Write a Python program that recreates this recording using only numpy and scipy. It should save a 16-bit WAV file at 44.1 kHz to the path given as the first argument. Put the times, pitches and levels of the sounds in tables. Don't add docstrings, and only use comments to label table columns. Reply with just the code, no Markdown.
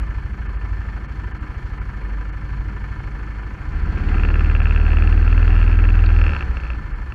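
import sys
import numpy as np
from scipy import signal
from scipy.fft import rfft, irfft, next_fast_len
from scipy.io import wavfile
from scipy.ndimage import uniform_filter1d, map_coordinates

SR = 44100
rng = np.random.default_rng(int(sys.argv[2]) if len(sys.argv) > 2 else 0)


def to_linear_factor(level_db):
    exponent = np.asarray(level_db, float) / 20
    return 10 ** exponent


def wav_record(signal):
    frames = np.transpose(np.atleast_2d(signal))
    bounded = np.clip(frames, -1, 1)
    quanta = np.round(bounded * 32767).astype(np.int16)
    wavfile.write(sys.argv[1], SR, quanta)


N = 314874


def unit(x):
    return x / np.sqrt(np.mean(x ** 2) + 1e-20)


def curves(rows):
    t_s, *columns = np.transpose(rows)
    return [np.interp(np.arange(N) / SR, t_s, column) for column in columns]


def wobble(rate_hz):
    coarse = np.arange(0, N + 64, 64)
    knots = coarse * np.clip(rate_hz, 0, 50) / SR
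    return np.interp(np.arange(N), coarse, map_coordinates(rng.standard_normal(400), [knots]))


def resonance_db(f_hz, modes):
    return sum(top_db / (1 + ((f_hz - centre) / width * 2) ** 2) for centre, width, top_db in modes)


def spell(start_s, length_s):
    return np.exp(-((np.arange(N) / SR - start_s) / length_s * 2) ** 2)


def bump(cycle, angle, rise, fall):
    u = (cycle - angle) % 1
    return (1 - np.exp(-u / rise)) * np.exp(-u / fall)


# t/s, speed/Hz
SPEED = [(0.0, 13.28), (0.72, 12.561), (1.0, 12.981), (1.84, 12.894), (2.1, 12.409), (2.98, 12.97),
         (3.4, 12.675), (3.7, 13.768), (4.1, 18.355), (4.34, 19.1), (4.84, 18.978), (5.42, 20.058),
         (5.68, 19.945), (6.2, 20.136), (6.3, 19.002), (6.4, 16.556), (6.82, 13.072), (7.14, 11.961)]


def engine_speed():
    return curves(SPEED)[0]


# t/s, load/0-1, firing unevenness/dB
THROTTLE = [
    (0, 0, 1.6),
    (3.5, 0, 1.6),
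    (4.05, 1, .6),
    (4.3, 1, .4),
    (6.25, 1, .4),
    (6.37, .5, 2.5),
    (6.55, .3, 3),
    (7.14, 0, 2.5),
]


def throttle():
    load, rough_db = curves(THROTTLE)
    return np.clip(load, 0, 1), rough_db


# t/s, push/dB
PUSH = [(0, -23), (.25, -29), (.72, -25), (1.38, -30.5), (1.9, -29.5), (2.07, -23.5), (2.3, -25),
        (2.43, -29), (2.6, -24.5), (3.12, -33), (3.3, -25.5), (3.6, -34), (4.12, -14.5), (5.5, -11.5),
        (6.22, -11.5), (6.4, -22), (6.75, -23.5), (7.14, -35)]


def firing_push():
    push_db = curves(PUSH)[0]
    return push_db, push_db + 27


def noise_db(load, idle_db, per_doubling_db, load_db, push_share, surge_db):
    idle_hz, shudder_lag_s = 12.8, 0.1
    speed, t = uniform_filter1d(engine_speed(), size=SR // 8), np.arange(N) / SR
    shudder = np.interp(t - shudder_lag_s, t, load * abs(np.gradient(speed)) * SR)
    running_db = idle_db + per_doubling_db * np.log2(speed / idle_hz) + load_db * load
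    return running_db + push_share * firing_push()[1] + surge_db * shudder


def rumble_db(load):
    return noise_db(load, -37.5, 4.5, 3.5, 0.088, 0.32)


def hiss_db(load):
    return noise_db(load, -65, 11, 3.5, 0.02, 0.1)


# order, idle level/dB, share of idle push, level over push under load/dB
THROB = [(2, -43, .1, -9.7), (3, -41, .2, -16), (4, -27, 1, -13), (5, -41, .2, -21)]
# f/Hz, width/Hz, level/dB
PIPE = [(41, 16, 9), (77.5, 13, 9), (100, 8, 5)]
# t/s, length/s, order, level/dB
ORDER_SWELLS = [(.1, .25, 3, -33), (.4, .9, 5, -35), (1.4, .7, 5, -38), (1.7, .5, 3, -35), (2.62, .15, 3, -33),
                (3.05, .3, 3, -37), (3.82, .35, 3, -24.5), (3.82, .4, 5, -26), (3.8, .25, 2, -27),
                (6.5, .15, 2, -28), (6.55, .25, 3, -33), (6.63, .2, 5, -33), (6.94, .18, 3, -27),
                (7.03, .25, 5, -31)]


def throb(load):
    push_db, excess_db = firing_push()
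    speed = engine_speed()
    levels = []
    for order, (_, idle_db, share, load_db) in enumerate(THROB, start=2):
        idling_db = idle_db + share * excess_db
        pulling_db = push_db + load_db + resonance_db(order * speed, PIPE)
        steady = to_linear_factor((1 - load) * idling_db + load * pulling_db)
        swells = sum(to_linear_factor(db) * spell(s, length) for s, length, k, db in ORDER_SWELLS if round(k) == order)
        levels.append(20 * np.log10(steady + swells))
    return levels


# order, idle level/dB, level pulling slowly/dB, level pulling fast/dB
BARK = [(6, -41, -37, -43), (7, -39, -42, -42), (8, -44, -40, -42), (9, -47, -52, -42), (10, -47, -44, -45),
        (11, -46, -43, -49), (12, -56, -43, -45), (13, -64, -53, -45), (14, -59, -47, -51),
        (15, -56, -49, -47), (16, -53, -46, -47), (17, -60, -51, -52), (18, -64, -52, -50),
        (19, -59, -57, -58), (20, -66, -51, -52), (21, -70, -54, -52), (22, -66, -52, -57),
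        (23, -66, -53, -56), (24, -70, -63, -61), (25, -70, -60, -60), (26, -72, -60, -66)]


def bark(load, rough_db):
    slow_hz, fast_hz = 19.1, 19.9
    fast = np.clip((engine_speed() - slow_hz) / (fast_hz - slow_hz), 0, 1)
    effort_db = rumble_db(load) - (-39 + 8 * load) - 4 * np.maximum(rough_db - 1.6, 0)
    levels = []
    for _, idle_db, slow_db, fast_db in BARK:
        pulling_db = slow_db + fast * (fast_db - slow_db)
        levels.append((1 - load) * idle_db + load * pulling_db + effort_db + 2.2 * wobble(4))
    return levels


def exhaust(cycle, load, rough_db):
    out = np.zeros(N)
    for order, db in enumerate(throb(load) + bark(load, rough_db), start=2):
        slip = (.03 * rough_db + .004 * order) * wobble(9)
        scatter = rng.random()
        dip_turn = order * (cycle - .345) + scatter * (order > 8)
        peak_turn = order * (cycle - .52 - .18 / order ** 2) + scatter * (order > 6)
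        both = load * np.exp(2j * np.pi * peak_turn) - (1 - load) * np.exp(2j * np.pi * dip_turn)
        wave = both / (abs(both) + 0.016) * np.exp(2j * np.pi * slip)
        out += to_linear_factor(db + rough_db * wobble(12)) * np.sqrt(2) * wave.real
    muffler_limit = .66
    return out / (1 + abs(out / muffler_limit) ** 6) ** (1 / 6)


# f/Hz, width/Hz, level/dB
CASE = [(199, 34, 6.5), (310, 19, 3), (565, 7.8, 6.5), (757, 140, 4.5), (1008.5, 43, 6.5), (1353, 32, 3.5),
        (1595, 41, 5), (1766, 61, 9), (2026, 40, 3), (2180, 100, 2.5), (4320, 410, 5), (5350, 83, 7),
        (3635, 42, 4.5), (5770, 70, 5), (6130, 60, 7), (6720, 80, 6)]


def coloured(x, spectrum):
    size = next_fast_len(N + 8192)
    hz = np.fft.rfftfreq(size, 1 / SR) + 1
    f, db = np.transpose(spectrum)
    gain_db = np.interp(np.log(hz), np.log(f), db) + resonance_db(hz, CASE)
    return unit(irfft(rfft(x, size) * to_linear_factor(gain_db), size)[:N])


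def grains(spiky_db):
    jumps = uniform_filter1d(rng.standard_normal(N), 60) * np.sqrt(60)
    return rng.standard_normal(N) * to_linear_factor(spiky_db * jumps)


# f/Hz, density/dB per Hz
RUMBLE = [(13, -36.5), (22, -8), (43, -10), (70, -8), (238, -20.5), (307, -20), (353, -18.5), (504, -27.5),
          (548, -42.5), (650, -32), (840, -73.5), (1430, -120)]


def rumble(load):
    noise = coloured(rng.standard_normal(N) * to_linear_factor(wobble(8)), RUMBLE)
    return to_linear_factor(rumble_db(load) - 3.5 * load - 3.0) * noise


def valve_swell(cycle):
    return .23 + bump(cycle, .9, .05, .28) + bump(cycle, .38, .04, .28)


# f/Hz, density/dB per Hz
CLATTER_IDLE = [(260, -21.5), (450, -7.5), (563, -9), (596, -16), (751, -10.5), (882, -7.5), (994, -3.5),
                (1080, -9.5), (1170, -2.5), (1770, -5), (1920, -11.5), (2180, -8.5), (3050, -19.5),
                (3960, -57.5), (6710, -120)]
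# f/Hz, density/dB per Hz
CLATTER_LOAD = [(260, -12), (450, -2), (625, -11), (769, -4), (910, -7), (1110, -5.5), (1310, 0.5),
                (1610, -0.5), (1780, -7.5), (1930, -6), (2140, -7.5), (2640, -8.5), (3050, -20),
                (3960, -46.5), (6710, -120)]


def clatter(cycle, load):
    source = grains(1.1) * to_linear_factor(.8 * wobble(30))
    loaded_swell = 0.38 + bump(cycle, .76, 0.067, 0.12) + 0.41 * bump(cycle, 0.22, 0.015, 0.071)
    idling = coloured(source * valve_swell(cycle), CLATTER_IDLE)
    pulling = coloured(source * loaded_swell, CLATTER_LOAD)
    level_db = noise_db(load, -43.5, 5.5, 2, 0.0317, 0.1567) + 2.0
    return to_linear_factor(level_db) * ((1 - load) * idling + load * pulling)


LULLS = [0.48, .58, 1.073, 1.331, 1.395, 1.8, 2.313, 4.613, 6.943]


def lulls():
    return sum(np.exp(-((np.arange(N) / SR - s) / .011) ** 4) for s in LULLS)


# f/Hz, density/dB per Hz
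TAPPETS = [(4200, -47), (5000, 0), (5800, 2.5), (6900, -1.5), (7600, -9), (8300, -26.5), (12000, -28),
           (15000, -36), (16000, -120)]


def tappets(cycle, load):
    ticks = .15 + bump(cycle, .86, .01, .12) + bump(cycle, .36, .01, .2)
    level_db = hiss_db(load) - 7.5 - 8.4 * load - 20 * lulls()
    return to_linear_factor(level_db) * coloured(grains(1.6) * ticks, TAPPETS)


# f/Hz, density/dB per Hz
HISS = [(2400, -29), (3200, 1.5), (3800, -11), (4400, -3), (5000, -11.5), (6500, -19), (7400, -16),
        (8200, -26.5), (11000, -29.5), (15000, -52), (16000, -120)]


def hiss(cycle, load):
    flow = 1.2 + (1 - load) * valve_swell(cycle) + load * bump(cycle, .82, .04, 0.13)
    source = grains(1.5) * flow * to_linear_factor(0.78 * wobble(25))
    return to_linear_factor(hiss_db(load) + 2.5 - 8 * lulls()) * coloured(source, HISS)


# f/Hz, density/dB per Hz
MIC_NOISE = [(3000, -36), (7000, -3), (9000, -2), (12000, -8), (14500, -6.5), (15200, -13.5), (15500, -30),
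             (16000, -120)]


def mic_noise():
    return to_linear_factor(-76.0 - 20 * lulls()) * coloured(rng.standard_normal(N), MIC_NOISE)


# t/s, length/s, level/dB
SHAKES = [(0.201, 0.23, 5.5), (0.705, .3, 6), (1.152, 0.21, 6), (1.47, 0.18, 9), (1.75, .15, 2),
          (2.12, .3, 3.5), (2.42, 0.3, 7), (2.668, 0.26, 8.5), (3.204, 0.54, 4), (4.158, .1, 6),
          (5.6, .2, 5), (5.951, 0.33, 4)]


def panel(load):
    turn = np.cumsum(303 + 3 * wobble(9)) / SR
    shake_db = sum(db * spell(s, length) for s, length, db in SHAKES)
    return to_linear_factor(-52 + 6 * load + shake_db + 1.5 * wobble(9.1)) * np.sin(2 * np.pi * turn)


def ring(modes):
    t = np.arange(SR // 25) / SR
    out = np.zeros(len(t))
    for k, (hz, db, t60_s) in enumerate(modes):
        decay = to_linear_factor(db + rng.normal(0, 1) - 60 * t / t60_s)
        out += (-1) ** k * decay * np.sin(2 * np.pi * hz * rng.normal(1, .012) * t)
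    contact_s = .0007
    return out * (1 - np.exp(-t / contact_s)) ** 3


# t/s, peak level/dB
STRIKES = [(3.9727, -34), (4.0873, -29), (4.142, -30), (4.1811, -27.5), (4.196, -28),
           (4.2105, -35.5), (4.234, -22.5), (4.2489, -23.5), (4.2869, -24), (4.3019, -28.5),
           (4.3408, -24), (4.3551, -28), (4.3933, -25.5), (4.4064, -28.5), (4.4452, -27.5),
           (4.4585, -30), (4.4978, -24.5), (4.5122, -32), (4.5499, -22.5), (4.563, -27),
           (4.602, -23), (4.6169, -26.5), (4.6309, -32), (4.6552, -21.0), (4.669, -25.5),
           (4.6842, -36.5), (4.6942, -30.5), (4.708, -22.5), (4.7223, -28.5), (4.747, -30),
           (4.7605, -22.5), (4.7746, -28), (4.7984, -28.5), (4.8125, -28), (4.8261, -34.5),
           (4.851, -30.5), (4.864, -24.5), (4.879, -29),
           (4.9036, -28.5), (4.9169, -25), (4.931, -25.5), (4.9466, -34.5), (4.9693, -23),
                   (4.9843, -26), (4.9994, -32), (5.0221, -23.5), (5.036, -30.5), (5.051, -34.5),
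                   (5.0736, -25), (5.1102, -35.5), (5.1251, -25), (5.1758, -28.5), (5.2121, -35.0),
                   (5.2264, -30), (5.263, -34.0), (5.2769, -24.5), (5.3026, -32.5), (5.3134, -32),
                   (5.3265, -23), (5.3639, -33.0), (5.3774, -24.5), (5.414, -32.5), (5.4275, -24.5),
                   (5.4543, -33), (5.4776, -25.0), (5.5042, -29.5), (5.5142, -35.0), (5.5275, -27.5),
                   (5.5391, -30.5), (5.5537, -27), (5.5633, -27), (5.5771, -29), (5.5882, -29.5),
                   (5.6022, -31), (5.6138, -24), (5.627, -25.5), (5.6388, -31.5), (5.6635, -30.5),
                   (5.677, -25),
           (5.7034, -34), (5.7139, -29), (5.7271, -26), (5.7392, -31), (5.754, -30.5),
                        (5.7886, -26.0), (5.8027, -33.5), (5.8388, -25.5), (5.8517, -26.5), (5.888, -23.5),
                        (5.9023, -28.5), (5.9394, -32.5), (5.9532, -29), (5.9759, -34.5), (5.99, -27),
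                        (6.002, -32.5), (6.0382, -27), (6.064, -29.5), (6.0894, -25.5), (6.1021, -30),
                        (6.114, -33.5), (6.1388, -31.5), (6.1634, -28.0), (6.1878, -25.5), (6.2142, -22),
                        (6.2389, -24.0), (6.2521, -32), (6.2644, -20.5), (6.2792, -25.5), (6.292, -24.0),
                        (6.3063, -29), (6.319, -27.0), (6.3331, -23.5), (6.348, -27), (6.3637, -22),
                        (6.3918, -33.5), (6.4073, -23), (6.4242, -25.5),
           (6.5691, -26), (6.5996, -34), (6.6346, -30), (6.6517, -33.5), (6.6661, -31.5),
                      (6.7017, -26), (6.7324, -34.5), (7.1215, -30.5)]
# f/Hz, level/dB, t60/s
RING_LOW = [(1340, 0, .016), (1720, 0, .016), (560, -9, .02), (950, -8, .014)]
# f/Hz, level/dB, t60/s
RING_MID = [(2650, 0, .013), (2370, -6, .012), (3300, -15, .011)]
# f/Hz, level/dB, t60/s
RING_HIGH = [(4400, -3, .015), (5250, -4, .014), (6400, -10, .008)]


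def rattle():
    out, loosens_s = np.zeros(N + SR), 6.18
    for when, db in STRIKES:
        sound = ring(RING_MID)
        sound += to_linear_factor(-3.0 + rng.normal(0, 0.7)) * ring(RING_LOW)
        sound += to_linear_factor(-29 + 7 * (when > loosens_s)) * ring(RING_HIGH)
        out[round(when * SR):][:len(sound)] += to_linear_factor(db + 8.0) * sound
    return out[:N]


# t/s, peak level/dB
STONES = [
    (6.061, -36),
    (6.3409, -45.5),
    (6.387, -46),
]
# f/Hz, level/dB, t60/s
RING_STONE = [(3800, -2, .014), (4200, 0, .016), (4580, -2, .014), (7000, -22, .006), (9500, -30, .005)]


def stones():
    out = np.zeros(N + SR)
    for when, db in STONES:
        sound = ring(RING_STONE)
        out[round(when * SR):][:len(sound)] += to_linear_factor(db + 7) * sound
    return out[:N]


def scene():
    cycle = np.cumsum(engine_speed()) / SR
    load, rough_db = throttle()
    mix = exhaust(cycle, load, rough_db) + rumble(load) + clatter(cycle, load)
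    mix += tappets(cycle, load) + hiss(cycle, load) + mic_noise()
    mix += panel(load) + rattle() + stones()
    return mix[None]


def low_pass(x):
    return signal.sosfilt(signal.butter(12, 15300, fs=SR, output="sos"), x)


def record(dry):
    return low_pass(dry)


dry = scene()
out = record(dry)
wav_record(out)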